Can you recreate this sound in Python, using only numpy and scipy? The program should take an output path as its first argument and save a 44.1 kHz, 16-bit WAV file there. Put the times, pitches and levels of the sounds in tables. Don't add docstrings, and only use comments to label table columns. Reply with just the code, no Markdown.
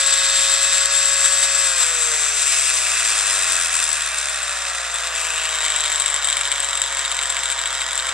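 import sys
import numpy as np
from scipy import signal
from scipy.fft import rfft, irfft, next_fast_len
from scipy.io import wavfile
from scipy.ndimage import uniform_filter1d

SR = 44100
rng = np.random.default_rng(int(sys.argv[2]) if len(sys.argv) > 2 else 0)


def master_out(mix):
    frames = np.transpose(np.atleast_2d(mix))
    ceiling = np.clip(frames, -1, 1)
    pcm = np.round(ceiling * 32767).astype(np.int16)
    wavfile.write(sys.argv[1], SR, pcm)


N = 358533
TIME = np.arange(N) / SR
FFT_SIZE = 2 * next_fast_len(N // 2 + 4096)
FREQS = np.maximum(np.arange(FFT_SIZE // 2 + 1) * SR / FFT_SIZE, 1)
POLES, RIPPLE_HZ = 3, 120


def rotor_speed(start_rps=183.6, inertia_s=1.32):
    # start in seconds, target in rps.
    settings = [(0.03, 188.1), (0.9, 185.6), (1.63, 86.8), (2.71, 42.2)]
    rps, previous_rps = np.full(N, start_rps), start_rps
    for start_s, target_rps in settings:
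        rps += (target_rps - previous_rps) * (1 - np.exp(-np.maximum(TIME - start_s, 0) / inertia_s))
        previous_rps = target_rps
    return rps


def whine(rps, turns, gain_db, jitter_turns=.0013, flare_hz=6150, flare_width_hz=760, flare_db=7.5):
    # multiple of the turning rate, source dB at full speed, medium speed, idle.
    harmonics = [(1, -45, -55, -60), (2, -56, -60, -62), (3, -39, -42, -40), (4, -53, -49, -62),
                 (5, -47, -48.5, -57), (6, -40, -50, -59), (7, -41, -48, -59), (8, -41.5, -46, -58),
                 (9, -35, -47, -47.5), (10, -43, -46, -58), (11, -39, -48, -57), (12, -58, -46, -45.5),
                 (13, -46, -43, -59), (14, -38.5, -46.5, -57), (15, -52, -45, -48), (16, -47, -46, -51),
                 (17, -49, -51, -52), (18, -45, -48, -49), (19, -50, -47, -53), (20, -49, -51, -48),
                 (21, -52, -47, -47), (22, -53, -47, -47), (23, -53, -54, -48), (24, -38, -50, -50),
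                 (25, -43, -56, -54), (27, -38.5, -49, -48), (28, -46, -58, -59), (30, -38.5, -44, -51),
                 (31, -46, -54, -56), (32, -49, -53, -57), (33, -45, -49, -53), (34, -53, -48, -60),
                 (35, -49, -47, -60), (37, -51, -48, -56), (38, -52, -47, -60), (40, -46, -42.5, -61),
                 (41, -48, -45, -61), (43, -48, -41.5, -60), (47, -54, -49, -60), (49, -56, -50, -60),
                 (51, -56, -48, -58), (60, -58, -49, -52)]
    # frequency in Hz, gain in dB.
    radiation = [(100, -43), (200, -32), (265, -17.5), (335, -18.5), (430, -6), (560, 0), (700, 0),
                 (850, -5.5), (1100, 0), (2000, 0.8), (4500, 0.8), (6350, 0), (6700, -8), (10000, -15)]
    # frequency in Hz, depth in dB at medium speed.
    flicker = [(420, 1.3), (600, 2.8), (1500, 2), (5000, 1)]
    angle = 2 * np.pi * (turns + jitter_turns * drift(25))
    coarse_rps, coarse_s = rps[::64], TIME[::64]
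    fast = np.clip((coarse_rps - 160) / 23, 0, 1)
    slow = np.clip((95 - coarse_rps) / 22, 0, 1)
    crawl_db = 7 * np.clip((68 - coarse_rps) / 24, 0, 1)
    gliding = (1 - fast) * (1 - slow / 2)
    octaves = np.log2(np.outer([row[0] for row in harmonics], coarse_rps))
    peaks_db = 1.8 * gliding * drift(16, octaves)
    tones = np.zeros(N)
    for (multiple, full_db, medium_db, idle_db), peak_db in zip(harmonics, peaks_db):
        hz = multiple * coarse_rps
        db = medium_db + fast * (full_db - medium_db) + slow * (idle_db - medium_db)
        db += peak_db + at_hz(radiation, hz)
        db += flare_db * bell(hz, flare_hz, flare_width_hz)
        db += .37 * np.clip(hz / 1200, 0, 1) ** 2 * drift(15, coarse_s)
        db += gliding * at_hz(flicker, hz) * drift(28, coarse_s)
        db -= crawl_db * np.clip((530 - hz) / 120, 0, 1)
        gain = np.interp(TIME, coarse_s, from_db(db))
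        tones += gain * np.sin(multiple * angle + rng.uniform(0, 2 * np.pi))
    ripple = np.exp(2j * np.pi * RIPPLE_HZ * TIME)
    sidebands = 1 + .36 * ripple + .024 * ripple.conj()
    return np.sqrt(2) * from_db(gain_db) * (signal.hilbert(tones, FFT_SIZE)[:N] * sidebands).real


def motor_noise(rps, turns, scatter_db, swing_db):
    # speed in rps, base dB of rub, brushes, shell, can, end cap.
    levels = [(41.8, -32.5, -37.5, -42.5, -43, -47.5), (59, -31.5, -30.5, -37.5, -36.5, -37.5),
              (72, -31, -28, -34, -35.5, -35), (89, -27.5, -23.5, -32, -38, -26.5),
              (118, -29, -24, -30, -38, -28.5), (124, -31, -24.5, -31.5, -34, -26.5),
              (137, -31.5, -22, -30, -41, -24), (142, -33, -24, -35, -35.5, -25.5),
              (147, -32, -26, -34, -35, -24), (158, -29.5, -27, -35.5, -34.5, -24),
              (188, -32.5, -26.5, -34.5, -31.5, -22)]
    near_db = (2.32, 3.6, 0.5, 9.6, 14.9)
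    parts_db = at_speed(levels, rps) + np.outer(near_db, nearness())
    rub_db, brush_db, shell_db, can_db, cap_db = parts_db
    scuff_rub_db, scuff_hiss_db, scuff_can_db = scuffing()
    surge = from_db(scuff_hiss_db + .87 * drift(40))
    knock = shaft_knocks(turns, scatter_db, swing_db)
    hard_cap, hard_can = hard_knocks(rps)
    rubbing, brushing, ringing = [np.sqrt(1 - share + share * knock ** 2) for share in (.31, .43, .64)]
    rub = bearing_rub(from_db(rub_db + scuff_rub_db) * rubbing, rps, turns)
    hiss = brush_hiss(from_db(brush_db) * brushing * surge, hard_cap)
    shell = shell_ring(from_db(shell_db) * ringing)
    can = can_ring(from_db(can_db + scuff_can_db) * ringing * surge, hard_can)
    cap = end_cap_rattle(from_db(cap_db) * knock * surge, hard_cap)
    return echoes(hiss_dip(rub + hiss) + shell + can + cap + sizzle(knock * surge))


def shaft_knocks(turns, scatter_db, swing_db, jitter_s=.0005, play_limit=.6, floor=.07):
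    passes = np.flatnonzero(np.diff(np.floor(POLES * (turns - .15))))
    strength, timing = rng.standard_normal((len(passes), 2)).T
    hits = np.clip(passes + (timing * jitter_s * SR).astype(int), 0, N - 1)
    strength = np.clip(strength, -2.5, play_limit)
    unbalance_db = swing_db * np.cos(2 * np.pi * (turns - .17))
    energy = np.zeros(N)
    energy[hits] = from_db(scatter_db[passes] * strength + unbalance_db[passes]) ** 2
    power = contact(energy, rise_s=.00125)
    power /= uniform_filter1d(power, SR // 4) + 1e-9
    return np.sqrt((power + floor) / (1 + floor))


def hard_knocks(rps, rebounds=2, loss_db=7.5):
    # start in seconds, relative peak dB in the end cap, in the can.
    knocks = [(0.629, -11, -29), (0.645, -12, -31), (0.7797, -12, -32), (0.8553, -11, -23),
              (1.0543, -11, -33), (1.2052, -12, -29), (1.2804, -12, -31), (3.7534, -15, -31),
              (3.7639, -18, -31), (3.7763, -17, -24), (3.7885, -17, -32), (3.8259, -15, -23),
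              (3.8889, -17, -29), (3.9014, -18, -28), (3.9275, -15, -34), (4.0189, -18, -25),
              (4.18, -19, -29), (4.2939, -19, -33), (4.4293, -17, -28), (4.9401, -17, -26),
              (4.9574, -19, -24), (5.1502, -21, -32), (5.6491, -16, -18), (5.7012, -14, -20),
              (5.7606, -14, -28), (5.8051, -15, -24), (5.8578, -16, -17), (5.9173, -16, -20),
              (5.9242, -15, -23), (5.9577, -14, -21), (5.9984, -13, -21), (6.0046, -15, -20),
              (6.0192, -14, -22), (6.0594, -12, -19), (6.0999, -15, -29), (6.1413, -13, -23),
              (6.2439, -14, -18), (6.2508, -14, -23), (6.2714, -15, -21), (6.2852, -15, -18),
              (6.2989, -14, -18), (6.326, -14, -16), (6.368, -13, -15), (6.4098, -15, -19),
              (6.4523, -17, -19), (6.5159, -13, -17), (6.5228, -18, -18), (6.601, -14, -21),
              (6.6291, -17, -23), (6.6438, -16, -22), (6.7297, -18, -20), (6.7513, -17, -26),
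              (6.7729, -18, -21), (6.8168, -11, -20), (6.9838, -19, -31), (6.991, -17, -22),
              (7.0491, -18, -17), (7.057, -20, -18), (7.1154, -16, -19), (7.1663, -17, -21),
              (7.1887, -18, -16), (7.2255, -18, -24), (7.2326, -17, -19), (7.256, -18, -25),
              (7.2994, -15, -20), (7.366, -16, -17), (7.4328, -19, -20), (7.4553, -17, -20),
              (7.4997, -17, -19), (7.5149, -18, -24), (7.5225, -17, -23), (7.5894, -19, -21),
              (7.6563, -18, -18), (7.6726, -19, -25), (7.8072, -20, -20), (7.8155, -17, -17),
              (7.9537, -17, -26), (7.9761, -15, -23), (7.9901, -20, -18), (7.997, -19, -19),
              (8.0672, -19, -22), (8.088, -20, -19)]
    energy = np.zeros((2, N + SR))
    next_starts_s = [row[0] for row in knocks[1:]] + [np.inf]
    for (start_s, *peaks_db), next_s in zip(knocks, next_starts_s):
        pole_s = 1 / (POLES * np.interp(start_s, TIME, rps))
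        for k in range(rebounds + 1):
            if k == 0 or start_s + (k + .5) * pole_s < next_s:
                hit = int((start_s + k * pole_s) * SR)
                energy[:, hit] += from_db(np.array(peaks_db) - k * loss_db) ** 2
    return [np.sqrt(contact(part[:N], rise_s=.0012)) for part in energy]


def scuffing():
    # centre in seconds, length in seconds, dB on rub, dB on hiss and rattle, more dB on can.
    scuffs = [(0.134, 0.025, 3, 3.5, 0), (0.885, 0.025, 0, -3, 0), (0.918, 0.018, 3, 2.5, 1),
              (1.254, 0.028, 6.5, 3.2, 0), (1.445, 0.034, 3, 4.2, 1.5), (1.823, 0.04, 5.5, 5, 0),
              (2.1, 0.03, -1, -1, -3.5), (2.143, 0.014, 4, 2.5, 5), (2.345, 0.035, -5, -1.2, -2.5)]
    extra_db = np.zeros((3, N))
    for centre_s, length_s, *parts_db in scuffs:
        extra_db += np.outer(parts_db, bell(TIME, centre_s, length_s, order=4))
    return extra_db


def end_cap_rattle(envelope, hard, clump_db=1.3, clumps_per_s=70):
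    # frequency in Hz, relative dB.
    spectrum = [(2000, -46), (5000, -25), (6800, -30), (7700, -1), (9400, -10.5), (10500, -17.5),
                (14500, -38.5)]
    # resonance in Hz, width in Hz, dB held away, dB held near.
    modes = [(7370, 510, 1, 4.5), (7773, 440, 10.5, 8.5), (7540, 220, 10, 6), (8064, 87, 8.5, 13.5),
             (8600, 340, -1.5, 1.5)]
    clumps = from_db(clump_db * drift(clumps_per_s))
    return struck(np.maximum(envelope * clumps, from_db(-.8) * hard), spectrum, modes)


def can_ring(envelope, hard):
    # frequency in Hz, relative dB.
    spectrum = [(500, -38), (1500, -17.5), (2600, -17), (3800, -7), (4500, -18), (9000, -55)]
    # resonance in Hz, width in Hz, dB held away, dB held near.
    modes = [(2257, 300, -38, -6), (3143, 220, -7, -4), (3562, 140, 2.5, -3.5), (3818, 133, 1.5, -2),
             (4290, 790, -7, -33)]
    # centre in seconds, length in seconds, gain in dB.
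    swells = [(0.3, 1.56, 6), (5.262, 0.17, -6), (5.74, 0.4, 2.5)]
    return struck(np.maximum(envelope * swell_gain(swells), from_db(-.3) * hard), spectrum, modes)


def shell_ring(envelope):
    # frequency in Hz, relative dB.
    spectrum = [(1500, -53), (2300, -8.5), (2900, -11.5), (3500, -25), (7000, -55)]
    # resonance in Hz, width in Hz, dB held away, dB held near.
    modes = [(2523, 360, -2, -5.5), (2615, 77, 0.5, -1), (2720, 260, -9.5, -3), (2980, 420, -35, -3.5)]
    # centre in seconds, length in seconds, gain in dB.
    swells = [(2.53, 0.09, 3.4), (5.39, 0.59, 8.8)]
    return resonant_noise(envelope * swell_gain(swells), spectrum, modes)


def brush_hiss(envelope, hard):
    # frequency in Hz, relative dB.
    spectrum = [(900, -42), (2000, 1), (3000, -4.5), (3600, 4), (4400, -2.5), (4900, 2.5), (5600, 2.5),
                (6900, 1), (7600, 10), (8250, -18), (9300, -34), (10000, -13), (10700, -28), (11600, -16),
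                (14500, -33.5)]
    # resonance in Hz, width in Hz, dB held away, dB held near.
    modes = [(6040, 570, 0.5, -3), (8540, 460, 9.2, -20)]
    return resonant_noise(np.maximum(envelope, from_db(-13) * hard), spectrum, modes)


def bearing_rub(envelope, rps, turns, beat_db=2, beat_above_rps=135):
    # frequency in Hz, relative dB.
    spectrum = [(150, -51), (300, -32), (420, -18), (560, -8.5), (690, -6), (850, -9), (1100, 2), (1500, 5),
                (2000, 4), (2350, -16.5), (3500, -2), (7000, -56)]
    # resonance in Hz, width in Hz, dB held away, dB held near.
    modes = [(263, 35, -20.5, -15.5), (391, 90, -40, -13.5), (643, 105, -3.5, -31), (996, 260, -40, -1),
             (1680, 590, -1, -16)]
    beat = (rps > beat_above_rps) * np.cos(2 * np.pi * (turns - RIPPLE_HZ * TIME))
    return resonant_noise(envelope * from_db(beat_db * beat), spectrum, modes)


def sizzle(envelope, trim_db=1.5):
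    # frequency in Hz, relative dB.
    spectrum = [(7000, -45), (8800, -0.5), (9300, 3), (9700, -5.5), (10300, -18.5), (11500, -21),
                (14500, -49)]
    # time in seconds, base level in dB.
    level = [(0.0, -46), (0.09, -39), (0.38, -46), (1.98, -37.5), (2.3, -38), (2.5, -34), (3.85, -33.5),
             (4.94, -47), (5.81, -44.5), (7.91, -54), (8.0, -55)]
    return body(from_db(in_time(level) + trim_db) * envelope * rng.standard_normal((2, N)), spectrum)


def nearness():
    # time in seconds, nearness from 0 to 1.
    pose = [(0, 0.02), (4.9, 0), (5.4, 0.65), (5.7, 1), (8.13, 1)]
    return in_time(pose)


def hiss_dip(hiss, centre_s=5.5, length_s=.1, hz=3750, width_hz=1000, gain_db=-5):
    band = irfft(rfft(hiss, FFT_SIZE) * bell(FREQS, hz, width_hz))[:, :N]
    return hiss + (swell_gain([(centre_s, length_s, gain_db)]) - 1) * band


def echoes(sound):
    # delay in seconds, gain.
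    reflections = [(.0043, 0.078), (.0079, -0.16), (0.012, 0.074), (0.0183, -0.036), (.027, 0.036)]
    out = sound.copy()
    for delay_s, gain in reflections:
        lag = int(delay_s * SR)
        out[:, lag:] += gain * sound[:, :-lag]
    return out


def hand_bump(start_s=.388, hz=255, level_db=-44, t60_s=.12):
    age_s = np.maximum(TIME - start_s, 0)
    return from_db(level_db - 60 * age_s / t60_s) * np.sin(2 * np.pi * hz * age_s)


def background():
    # frequency in Hz, rms level in dB.
    hum_tones = [(60, -48.5), (120, -67.5)]
    # frequency in Hz, relative dB.
    room = [(20, -6), (45, 2), (100, 0), (200, -24), (500, -17), (4000, -25), (15000, -35)]
    hum = sum(np.sqrt(2) * from_db(db) * np.sin(2 * np.pi * hz * TIME) for hz, db in hum_tones)
    return hum + from_db(-70) * body(rng.standard_normal(N), room)


def stereo_ports(tones, noise):
    # frequency in Hz, left minus right in dB.
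    balance = [(200, -4), (700, -1), (1500, -2), (2600, -2.5), (3500, 0), (4500, -1.5), (5500, -7.5),
               (6300, -7), (7000, 8), (7700, 12.5), (8600, 13.5), (9500, 6.5), (11000, 16), (14000, 22)]
    # frequency in Hz, coherence from 0 to 1.
    coherence = [(100, 0.93), (700, 0.93), (1600, 1), (2500, 0.96), (3000, 1), (6000, 0.97), (7000, 0.84),
                 (9200, 1), (10300, .12)]
    # frequency in Hz, lead of the right port in radians.
    lead = [(300, -0.03), (2000, 0.41), (2800, 0.96), (4200, 0.7), (5100, 1.64), (6800, -1.8), (7600, 1.1),
            (8800, 1.6)]
    alike, lead_rad = at_hz(coherence, FREQS), at_hz(lead, FREQS)
    tilt = from_db(at_hz(balance, FREQS) / 2)
    direct, scattered = rfft(noise, FFT_SIZE)
    direct = direct * np.sqrt((1 + alike) / 2) + rfft(tones, FFT_SIZE)
    scattered *= np.sqrt((1 - alike) / 2)
    left = (direct + scattered) * tilt
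    right = (direct - scattered) / tilt * np.exp(1j * lead_rad)
    mid_gain = np.sqrt(tilt ** 2 + tilt ** -2 + 2 * alike * np.cos(lead_rad)) / 2
    return irfft(np.array([left, right]) / mid_gain)[:, :N]


def contact(energy, rise_s):
    age = np.arange(SR // 40) / SR / rise_s
    return np.maximum(signal.fftconvolve(energy, age ** 2 * np.exp(2 * (1 - age)))[:N], 0)


def struck(force, spectrum, modes, window_s=.008, follow=.6):
    ring = resonant_noise(force, spectrum, modes)
    drive, energy = [uniform_filter1d(x ** 2, int(window_s * SR)) + 1e-12 for x in (force, ring)]
    return ring * (drive / energy) ** (follow / 2)


def resonant_noise(envelope, spectrum, modes):
    noise = envelope * rng.standard_normal((2, N))
    near, modes = nearness(), np.array(modes)
    held_away = body(noise * np.sqrt(1 - near), spectrum, modes[:, [0, 1, 2]])
    held_near = body(noise[::-1] * np.sqrt(near), spectrum, modes[:, [0, 1, 3]])
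    return held_away + held_near


def body(x, spectrum, modes=(), size=8192):
    freqs = np.maximum(np.arange(size // 2 + 1) * SR / size, 1)
    power = from_db(at_hz(spectrum, freqs)) ** 2
    for hz, width_hz, db in modes:
        power += (from_db(db) / (1 + (2 * (freqs - hz) / width_hz) ** 2)) ** 2
    cepstrum = irfft(np.log(power / power.mean()) / 2)
    cepstrum[1:size // 2] *= 2
    cepstrum[size // 2 + 1:] = 0
    response = irfft(np.exp(rfft(cepstrum)))
    return signal.oaconvolve(np.atleast_2d(x), response[None], axes=1)[:, :N].reshape(x.shape)


def drift(rate, axis=TIME):
    knots = rng.standard_normal(400)
    wander = np.interp(axis * rate % len(knots), np.arange(len(knots)), knots)
    return wander / np.sqrt(np.mean(wander ** 2) + 1e-20)


def bell(x, centre, width, order=2):
    return np.exp(-(2 * (x - centre) / width) ** order)


def swell_gain(rows):
    return from_db(sum(db * bell(TIME, centre_s, length_s) for centre_s, length_s, db in rows))


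def from_db(db):
    return 10 ** (np.asarray(db) / 20)


def in_time(rows):
    return np.interp(TIME, *np.transpose(rows))


def at_hz(rows, hz):
    knots_hz, values = np.transpose(rows)
    return np.interp(np.log(hz), np.log(knots_hz), values)


def at_speed(rows, rps):
    knots_rps, *columns = np.transpose(rows)
    return np.array([np.interp(rps, knots_rps, column) for column in columns])


def scene():
    # speed in rps, knock scatter in dB, once-a-turn swing in dB, whine gain in dB.
    play = [(44, 3.7, 3.4, -2), (52, 3.4, 2.2, -0.5), (61, 3.0, 3, 1), (84, 2.4, 8, -1.5),
            (110, 2.4, 4.5, -1), (160, 2.4, 3, 0), (186, 2.4, 2, 0)]
    rps = rotor_speed()
    turns = np.cumsum(rps) / SR
    scatter_db, swing_db, whine_db = at_speed(play, rps)
    tones = whine(rps, turns, whine_db) + hand_bump() + background()
    return stereo_ports(tones, motor_noise(rps, turns, scatter_db, swing_db))


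def record(dry):
    ceiling, cutoff_hz = .95, 14600
    rounded = dry / (1 + (dry / ceiling) ** 6) ** (1 / 6)
    return signal.sosfilt(signal.ellip(10, .1, 100, cutoff_hz, fs=SR, output="sos"), rounded)


dry = scene()
out = record(dry)
master_out(out)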